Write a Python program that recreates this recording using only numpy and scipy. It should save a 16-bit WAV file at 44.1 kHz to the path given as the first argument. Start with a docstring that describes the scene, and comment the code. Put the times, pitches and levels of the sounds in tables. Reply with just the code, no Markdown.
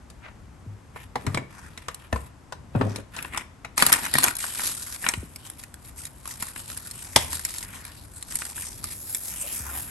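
"""First come light touches, knocks and pushes, as things are put down and moved on a kitchen counter; then a
paper seasoning packet is pulled open and shaken out over a chicken in a metal tray, and a hand rubs the powder in.
Creases are noise bursts ringing paper resonances; crackle and powder are noise gated by random grains.
Knocks are noise bursts ringing modes, bumps are falling sines, and drags are stick-slip noise in resonators.
A small room answers with a short tail over a low rumble, and a phone takes it in at two ports."""
import sys
import numpy as np
from scipy import signal
from scipy.fft import rfft, irfft, next_fast_len
from scipy.io import wavfile
from scipy.ndimage import uniform_filter1d

SR = 44100
rng = np.random.default_rng(int(sys.argv[2]) if len(sys.argv) > 2 else 0)


def unload_wav(signal):
    """Save mono or channel-first audio to the path in sys.argv[1] as 16-bit WAV at rate SR, clipped to [-1, 1]."""
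    wavfile.write(
        sys.argv[1],
        SR,
        np.round(np.clip(np.atleast_2d(signal).T, -1, 1) * 32767).astype(np.int16),
    )


N = 436590
TIME = np.arange(N) / SR
HIT_TIME = np.arange(-SR // 50, SR // 3) / SR  # a hit's own clock: its peak is at 0

# the top of the packet is torn off in two pulls: (time [s], level [dB])
TEAR = [(3.76, -60), (3.779, -33), (3.94, -35.5), (4.1, -44), (4.16, -38.5), (4.285, -33), (4.34, -48)]
# shakes that tip the powder out: (start [s], length [s], level [dB])
SHAKES = [(5.453, 0.053, -52.5), (5.59, 0.038, -52), (5.838, 0.054, -55.5), (5.979, 0.09, -50.5),
          (6.273, 0.066, -44.5), (6.409, 0.081, -43.5), (6.571, 0.025, -44.5), (6.689, 0.087, -49),
          (6.864, 0.01, -48), (7.009, 0.068, -56.5), (7.175, 0.071, -38), (7.317, 0.071, -42),
          (7.461, 0.17, -49), (8.296, 0.21, -46.5), (8.562, 0.064, -43), (8.65, 0.13, -51.5),
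          (8.847, 0.087, -43)]
# spectrum of fine paper crackle: (frequency [Hz], level [dB])
CRACKLE = [(1500, -19), (3000, -11.5), (6500, -9), (8500, -1.5), (11300, 2), (12400, -14.5), (13800, -55)]
# spectrum of the duller sound of the paper sheet: (frequency [Hz], level [dB])
PANEL = [(100, -1.5), (250, 4), (480, -5.5), (900, 1), (1900, 2.5), (2800, -0.5), (14000, -38.5)]
# spectrum of dull blows and judder: (frequency [Hz], level [dB])
THUD = [(60, -13), (130, 2), (430, -13.5), (750, -17), (2500, -31.5), (14000, -75)]


def undb(db):
    """Amplitude ratio of a level: 20 dB is a factor of ten."""
    return 10 ** (np.asarray(db) / 20)


def unit(x):
    """Normalisation to an rms amplitude of 1."""
    return x / np.sqrt(np.mean(x ** 2))


def noise(size):
    """Partial coherence: noise at two microphones is partly shared and partly of opposite sign."""
    mid, side = rng.standard_normal((2, size))
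    return mid + .62 * np.array([side, -side])


def colour(x, points):
    """Minimum-phase filtering: the folded cepstrum of a (Hz, dB) log gain gives a causal response."""
    size = 2048
    hz, db = np.transpose(points)
    grid = np.maximum(np.fft.rfftfreq(size, 1 / SR), 1)
    log_gain = np.log(undb(np.interp(np.log(grid), np.log(hz), db)))
    cepstrum = irfft(log_gain)
    cepstrum[1:size // 2] *= 2
    cepstrum[size // 2 + 1:] = 0
    response = irfft(np.exp(rfft(cepstrum)))
    return signal.oaconvolve(x, response[None], axes=1)[:, :x.shape[1]]


def resonate(x, hz, q):
    """Simple resonance: gain 1 at its centre, falling away on both sides."""
    centre = np.clip(hz, 30, SR / 3)
    return signal.lfilter(*signal.iirpeak(centre, max(q, .5), fs=SR), x)


def ring(x, hz, t60):
    """Modal decay: the Q follows from the time t60 [s] in which the mode falls by 60 dB."""
    return resonate(x, hz, np.pi * hz * t60 / np.log(1000))


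def fade(t60, rise=0.019):
    """Exponential growth and decay of a hit: up by 60 dB in rise [s], down by 60 dB in t60 [s]."""
    growth, decay = -HIT_TIME / max(rise, 1e-4), HIT_TIME / max(t60, 1e-3)
    return np.exp(-np.log(1000) * np.maximum(decay, growth))


def burst(t60, rise, tail_db, tail_t60):
    """Impact as uneven micro-clicks: fast decay, weaker aftermath, and a ragged colour for each spot struck."""
    size = len(HIT_TIME)
    clicks = noise(size) * undb(2.5 * rng.standard_normal(size))
    spot = .11 * rng.standard_normal(160) * np.exp(-np.arange(160) / 60)
    spot[0] = 1
    clicks = signal.oaconvolve(clicks, spot[None], axes=1)[:, :size]
    return clicks * (fade(t60, rise) + undb(tail_db) * fade(tail_t60, 2 * rise))


def strength(x, db):
    """Short-time level: scale a hit so that its loudest 5 ms have this rms level."""
    power = uniform_filter1d(x.mean(axis=0) ** 2, SR // 200)
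    return x * undb(db) / np.sqrt(power.max())


def place(hit, s):
    """Directional hearing by arrival time and level; the time difference vanishes at high frequencies."""
    # where the hands work, from each time on: (time [s], left delay [ms], left minus right [dB])
    hand_places = [(0, -0.047, -0.9), (2.7, -0.049, 1), (3.7, 0.18, 0), (4.5, -0.033, -2)]
    _, lag_ms, pan_db = [row for row in hand_places if row[0] <= max(s, hand_places[0][0])][-1]
    size = next_fast_len(hit.shape[1])
    hz = np.fft.rfftfreq(size, 1 / SR)
    turn = np.pi * hz * lag_ms / 1000 / (1 + (hz / 7500) ** 12)  # half the delay goes to each side
    sides = np.array([[1], [-1]])
    return irfft(rfft(hit, size) * np.exp(-1j * sides * turn), size) * undb(sides * pan_db / 2)


def add(track, s, hit):
    """Superposition: add a hit to a stereo track, with its peak near s seconds."""
    start = max(int((s + HIT_TIME[0]) * SR), 0)
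    track[:, start:start + hit.shape[1]] += hit[:, :N - start]


def walk(rate):
    """Slow random fluctuation of rms 1: random levels, rate per second, joined by straight lines."""
    return unit(np.interp(TIME * rate, np.arange(400), rng.standard_normal(400)))


def grains(rate, spread_db, t60):
    """Random point process: tiny slips of uneven size, each a puff of energy; returns an envelope of rms 1."""
    chance, size = rng.random(N), np.minimum(rng.exponential(size=N), 4)
    slips = (chance < rate / SR) * undb(spread_db * size) ** 2
    power = signal.fftconvolve(slips, fade(t60, rise=.005) ** 2)[:N]
    return np.sqrt(np.maximum(power, 0) / power.mean())


def move(start, length, attack_s=0.012, release_s=0.015):
    """Exponential build-up and release of one move of the hand, with a hold between (time constants)."""
    before = np.maximum(start - TIME, 0)
    after = np.maximum(TIME - start - length, 0)
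    return np.exp(-before / attack_s - after / release_s) + 1e-9


def follow(curve, axis=1):
    """Level interpolation: gain along one dB column of a curve, silent before and after it."""
    columns = np.transpose(curve)
    return undb(np.interp(TIME, columns[0], columns[axis], left=-180, right=-180))


def flexing(taut_panel_db=1.5, slack_panel_db=-9):
    """Tension and radiation: taut paper carries more dull sound than slack; gains of crackle and panel."""
    # the mouth of the packet is spread open: (time [s], level [dB])
    spread_open = [(4.385, -36), (4.55, -43), (4.648, -29.5), (4.764, -43), (4.94, -42), (5.0, -52)]
    # held over the tray, the packet is never quite still: (time [s], level [dB])
    held_packet = [(5.0, -51.5), (5.75, -68), (6.5, -55), (7.5, -48), (8.1, -56.5), (8.9, -56.5)]
    taut = follow(TEAR)
    shaken = sum(undb(db) * move(s, length) for s, length, db in SHAKES)
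    slack = follow(spread_open) + follow(held_packet) + shaken
    return taut + slack, taut * undb(taut_panel_db) + slack * undb(slack_panel_db)


def snaps(crack_db=-1, panel_db=-1, ring_db=6, panel_q=7, facet_db=6, facet_t60=0.023, count=4):
    """Buckling: a crease flips with a crack and rings the paper beside it and a few small stiff facets."""
    # the louder creases, before the overall trims: (time [s], crack [dB], panel [dB], panel pitch [Hz])
    creases = [(1.945, -32.5, -64, 1590), (3.1889, -43, -30.5, 2400), (3.226, -30.5, -40, 2370),
               (3.2484, -56, -30.5, 1020), (3.3466, -41, -29.5, 1140), (3.7787, -16.5, -21, 1230),
               (3.8236, -10, -11.5, 1180), (3.865, -9, -24.5, 1340), (3.9209, -18, -20.5, 1850),
               (3.927, -5.5, -17.5, 1440), (3.9374, -15, -18.5, 1864), (4.052, -25.5, -32, 2000),
               (4.139, -14.5, -23, 1960), (4.1537, -24, -16.5, 1900), (4.185, -11.5, -21, 1030),
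               (4.2336, -15, -25, 1080), (4.24, -9.5, -17, 1530), (4.353, -27.5, -52, 1080),
               (4.367, -24.5, -46, 1500), (4.4409, -32, -28.5, 1800), (4.595, -31, -29, 1294),
               (4.669, -23, -43, 2400), (5.0424, -39, -25.5, 1780), (5.0651, -31, -19.5, 2300),
               (5.088, -15, -23.5, 2340), (5.138, -30.5, -26, 2150), (5.36, -33.5, -43.5, 2240),
               (5.5, -30.5, -46, 1880), (5.6367, -36, -43, 2500), (5.7416, -37.5, -46, 1620),
               (6.053, -29, -46, 2350), (6.256, -34, -37.5, 1070), (6.276, -30, -41, 1300),
               (6.308, -41, -43, 2050), (6.4247, -23.5, -30, 1380), (6.5621, -40, -34.5, 1450),
               (6.701, -32, -40.5, 1162), (6.774, -27.5, -45, 2330), (6.911, -31.5, -50, 2110),
               (7.33, -28.5, -35.5, 1703), (7.45, -19, -34.5, 2320), (7.583, -26.5, -45, 1880),
               (7.8508, -33, -43, 2260), (8.226, -29.5, -45, 960), (8.355, -18, -41, 2130),
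               (8.4195, -36, -31, 1770), (8.452, -29.5, -42, 2100), (8.58, -52, -36, 1710),
               (8.841, -24.5, -36.5, 1230), (9.1478, -20, -39, 2320)]
    # spectrum of the crack: (frequency [Hz], level [dB])
    crack_colour = [(1500, -29), (4000, -1.5), (6500, -1), (11000, 13.5), (12500, -5.5), (14000, -42)]
    out = np.zeros((2, N))
    for s, high, low, hz in creases:
        crack = colour(burst(t60=.018, rise=.0015, tail_db=-18, tail_t60=.08), crack_colour)
        facets = sum(ring(crack, f, facet_t60) for f in 2800 * 3.3 ** rng.random(count))
        crack = crack + undb(facet_db) * facets
        panel = colour(burst(t60=.026, rise=.005, tail_db=-17, tail_t60=.1), PANEL)
        panel = panel + undb(ring_db) * resonate(panel, hz, panel_q)
        hit = strength(crack, high + crack_db) + strength(panel, low + panel_db)
        add(out, s, place(hit, s))
    return out


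def crinkles(flex, count=290, crack_db=-2, panel_db=-1, spread_db=7):
    """Scattered buckling: small creases give way as the paper flexes, each with its own pitches."""
    out, size = np.zeros((2, N)), len(HIT_TIME) // 8
    high, low = 20 * np.log10(flex)
    first, last = TEAR[0][0], SHAKES[-1][0]
    fine, dull = colour(noise(N), CRACKLE), colour(noise(N), PANEL)
    envelope = fade(t60=.021, rise=.001)[:size]
    for when, pitch, tone, force, weight in rng.random((count, 5)):
        t = first + when * (last - first)
        i = int(t * SR)
        crack = resonate(fine[:, i:i + size] * envelope, 4000 * 2.7 ** pitch, 1.5)
        panel = resonate(dull[:, i:i + size] * envelope, 850 * 3 ** tone, 5)
        crack = strength(crack, high[i] + crack_db + spread_db * force)
        panel = strength(panel, low[i] + panel_db + spread_db * (force + weight) / 2)
        add(out, t, crack + panel)
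    return out


def touching():
    """Light contact excitation: gains of crackle and panel as the packet is touched, lifted or tipped."""
    # touches of the packet: (start [s], length [s], crackle [dB], panel [dB])
    touches = [(0.967, 0.075, -57, -52.5), (1.18, 0.17, -62.5, -49.5), (1.506, 0.56, -65, -53),
               (2.132, 0.14, -57.5, -53), (2.747, 0.25, -62, -46.5), (3.14, 0.14, -53, -44),
               (3.337, 0.073, -52.5, -40), (5.033, 0.078, -42, -41.5)]
    return sum(undb([[high], [low]]) * move(s, length) for s, length, high, low in touches)


def friction(gains, grain, treble, treble_db, panel_db):
    """Two radiation paths: grains sound as fine crackle, and duller through the sheet that carries them."""
    high, low = gains
    fine = unit(colour(grain * noise(N), treble)) * high * undb(treble_db)
    dull = unit(colour(grain * noise(N), PANEL)) * low * undb(panel_db)
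    return fine + dull


def bending(x, count=8, sway_db=5):
    """Shifting resonance: as the sheet bends and the hand moves, bands swell and fade independently."""
    out = x.copy()
    for hz in np.geomspace(750, 8500, count):
        swell = undb(sway_db * walk(rate=12))
        out += resonate(x, hz, 5) * (unit(swell) - 1)
    return out


def rustle(flex):
    """Granular friction: sparse crackle of flexed paper, and the denser fine hiss of rubbed powder."""
    # powder sliding under the hand, before the trims below: (time [s], hiss [dB], skin [dB])
    rubbing = [(8.92, -47.5, -60), (9.16, -36, -81), (9.21, -43, -57), (9.28, -37, -52), (9.4, -42.5, -51),
               (9.55, -35.5, -50.5), (9.65, -43.5, -45.5), (9.78, -36, -47), (9.9, -44.5, -54.5)]
    # spectrum of the powder hiss: (frequency [Hz], level [dB])
    powder_colour = [(2500, -10.5), (6000, -1), (8500, 6.5), (11200, 12.5), (12400, 2), (13900, -15)]
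    crackle = grains(rate=1100, spread_db=4, t60=.028)
    grit = grains(rate=2000, spread_db=3, t60=.012)
    paper = friction(touching() + flex, crackle, CRACKLE, treble_db=7, panel_db=0.5)
    rub_gains = follow(rubbing), follow(rubbing, axis=2)
    powder = friction(rub_gains, grit, powder_colour, treble_db=6.0, panel_db=3.0)
    return bending(paper + powder)


def strokes(sag_octaves_per_s=1.4):
    """Stick-slip of fingers in tiny steps: soft brushing or a low squelch whose pitch sags as the stroke slows."""
    # fingers slide over things and oiled skin: (start [s], length [s], level [dB], pitch [Hz], sharpness [Q])
    finger_slides = [(0.244, 0.046, -44, 1380, 0.76), (7.624, 0.29, -51, 2000, 1.7),
                     (9.364, 0.21, -50, 2860, 3.6), (9.45, 0.0065, -43, 620, 4.4),
                     (9.667, 0.027, -42.5, 1280, 2)]
    slips = grains(rate=900, spread_db=2.5, t60=.025) * noise(N)
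    out = np.zeros((2, N))
    for s, length, db, hz, q in finger_slides:
        pitch = hz * 2 ** (-sag_octaves_per_s * np.clip(TIME - s, 0, length))
        turn = np.exp(2j * np.pi * np.cumsum(pitch) / SR)
        # shift the pitch to zero, low-pass, and shift back: a band-pass that glides
        band = signal.lfilter(*signal.butter(2, hz / q / 2, fs=SR), slips / turn) * turn
        out += unit(band.real) * undb(db) * move(s, length)
    return out


def tray(x, tray_db=-6):
    """Sympathetic resonance: the metal tray rings faintly along with the sounds passed to it."""
    # modes of the tray: (frequency [Hz])
    tray_modes = [963, 1428, 1851, 2390, 3875, 5134, 7591, 8150]
    return x + undb(tray_db) * sum(ring(x, hz, t60=.06) for hz in tray_modes)


def knocks(body_db=2, tick_db=-1, ring_db=13, body_q=11, modes_db=11, uneven_db=0.5):
    """Modal excitation by a hard contact: a bright tick and the ring of the thing touched, uneven by spot."""
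    # contacts with counter and tray, before the trims: (time [s], body [dB], pitch [Hz], tick [dB])
    contacts = [(0.101, -57, 940, -44.5), (0.961, -39, 774, -64), (1.157, -24.5, 836, -36.5),
                (1.266, -40.5, 990, -31), (1.346, -28.5, 1100, -27), (1.374, -24.5, 2290, -34),
                (1.776, -44.5, 1980, -36), (1.884, -30.5, 1150, -31), (2.128, -24.5, 970, -33.5),
                (2.16, -28.5, 1020, -45), (2.524, -33, 1500, -37.5), (2.812, -25.5, 1170, -44),
                (2.96, -41, 970, -29.5), (3.165, -41, 930, -33.5), (3.375, -30, 960, -24.5),
                (3.648, -35, 2310, -41), (7.161, -16.5, 890, -6.5)]
    # what the hard contacts ring with: (frequency [Hz], level before the overall modes_db [dB])
    hard_modes = [(485, -6), (650, -12), (1000, -7), (1780, -7), (3880, 2)]
    # spectra of the body and of the tick: (frequency [Hz], level [dB])
    body_colour = [(110, 7.5), (1000, 9.5), (2000, 6.5), (3000, -3.5), (13000, -31)]
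    tick_colour = [(1800, 0), (3800, 6), (6000, 3), (11000, 4.5), (13500, -29)]
    out = np.zeros((2, N))
    for s, low, hz, high in contacts:
        blow = colour(burst(t60=.04, rise=.005, tail_db=-15.5, tail_t60=.2), body_colour)
        modes = sum(ring(blow, f, t60=.08) * undb(db + uneven_db * rng.standard_normal())
                    for f, db in hard_modes)
        pitched = resonate(blow, hz, body_q) * fade(t60=.09)
        body = blow + undb(modes_db) * modes + undb(ring_db) * pitched
        tick = colour(burst(t60=.028, rise=.003, tail_db=-17, tail_t60=.19), tick_colour)
        hit = strength(body, low + body_db) + strength(tick, high + tick_db)
        add(out, s, place(hit, s))
    return out


def bumps(boom_db=-2, thud_db=-2, chirp=3.3, chirp_s=0.00448):
    """Dispersion: higher bending waves arrive first, so the pitch of a dull blow drops quickly to a low boom."""
    # dull bumps and lumps of powder that plop onto the bird, before the trims:
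    # (time [s], boom [dB], final pitch [Hz], boom t60 [s], thud [dB])
    dull_blows = [(0.662, -35, 102.4, 0.41, -57), (1.16, -43, 111, 0.35, -32.5),
                  (1.268, -29, 98.3, 0.16, -21.5), (1.343, -28, 120, 0.23, -27),
                  (1.372, -32, 124.6, 0.14, -28.5), (2.129, -21.5, 65.4, 0.22, -24),
                  (2.751, -16, 112.6, 0.15, -22), (2.813, -23.5, 104.2, 0.46, -19.5),
                  (4.153, -28, 132, .12, -22.5), (5.173, -29, 72, 0.2, -45),
                  (5.228, -34.5, 155, 0.088, -53), (7.161, -35, 80.1, 1, -23),
                  (9.6, -34.5, 68.4, 0.86, -68)]
    out = np.zeros((2, N))
    t = np.maximum(HIT_TIME, 0)
    onset = 1 - np.exp(-t / chirp_s)
    for s, low, hz, t60, mid in dull_blows:
        cycles = hz * (t + chirp * chirp_s * onset)
        boom = np.tile(np.sin(2 * np.pi * cycles) * fade(t60) * onset, (2, 1))
        thud = colour(burst(t60=.06, rise=.006, tail_db=-11, tail_t60=.3), THUD)
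        hit = strength(boom, low + boom_db) + strength(thud, mid + thud_db)
        add(out, s, place(hit, s))
    return out


def drags(hollow_q=5):
    """Stick-slip: something heavy judders over the counter and rings its hollow resonances."""
    # pushes along the counter: (start [s], length [s], level [dB])
    pushes = [(1.25, 0.173, -42), (2.762, 0.11, -27), (2.908, 0.094, -37)]
    # hollow resonances of the counter: (frequency [Hz])
    counter_modes = [278, 410, 556]
    judder = colour(grains(rate=250, spread_db=3, t60=.03) * noise(N), THUD)
    hollow = unit(sum(resonate(judder, hz, hollow_q) for hz in counter_modes))
    return hollow * sum(undb(db) * move(s, length) for s, length, db in pushes)


def kitchen(x, room_db=-19, room_t60=0.45, mode_hz=100, mode_q=16, mode_db=-1):
    """Reverberation: walls return a short, duller tail, and one low room mode hangs on after each bump."""
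    t = TIME[:SR // 2]
    tail = rng.standard_normal((2, SR // 2)) * np.exp(-np.log(1000) * t / room_t60)
    tail = colour(tail * (t > .006), [(2500, -14.0), (10000, -23.5)])  # only the slope matters
    walls = signal.oaconvolve(x, tail / np.linalg.norm(tail[0]), axes=1)[:, :N]
    return x + undb(room_db) * walls + undb(mode_db) * resonate(x, mode_hz, mode_q)


def room_tone(steady_db=-50.5, rumble_db=-49, waver_db=2):
    """Broadband background noise: steady air, and a low resonant rumble that swells and sinks."""
    # spectrum of the steady air: (frequency [Hz], level [dB])
    air_colour = [(20, -26), (58, 6.5), (105, -1), (160, -11), (260, -5.5), (420, -15), (1000, -13.5),
                  (4000, -30.5), (11500, -29.5), (13800, -99)]
    air = unit(colour(noise(N), air_colour)) * undb(steady_db)
    rumble = unit(resonate(resonate(noise(N), 65.8, 1), 103.0, 0.44))
    return air + rumble * undb(rumble_db + waver_db * walk(rate=8.5))


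def scene():
    """Superposition of all the handling sounds in the kitchen, over the room tone."""
    flex = flexing()
    near_tray = tray(snaps() + crinkles(flex) + rustle(flex) + strokes())
    return kitchen(near_tray + knocks() + bumps() + drags()) + room_tone()


def record(dry, left_db=4.5, wide_hz=230, mono_hz=8000, turn_hz=10200, turn_q=5.3, top_hz=15900):
    """Mid-side stereo: the phone leans left, narrows in bass and treble, and turns the left port's phase once."""
    hz = np.fft.rfftfreq(N, 1 / SR)
    mid, side = (dry[0] + dry[1]) / 2, (dry[0] - dry[1]) / 2
    lean = (undb(left_db) - 1) / (undb(left_db) + 1)
    lean = lean * (hz + wide_hz / 2) / (hz + wide_hz)  # half as strong in the deep bass
    side_spectrum = rfft(side) * hz / np.hypot(hz, wide_hz) + lean * rfft(mid)
    side = irfft(side_spectrum / (1 + (hz / mono_hz) ** 10), N)
    left, right = mid + side, mid - side
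    left = left - 2 * resonate(left, turn_hz, turn_q)  # all-pass
    ports = np.clip([left, right], -1, 1)
    return signal.sosfilt(signal.ellip(8, .2, 70, top_hz, fs=SR, output="sos"), ports)


dry = scene()
out = record(dry)
unload_wav(out)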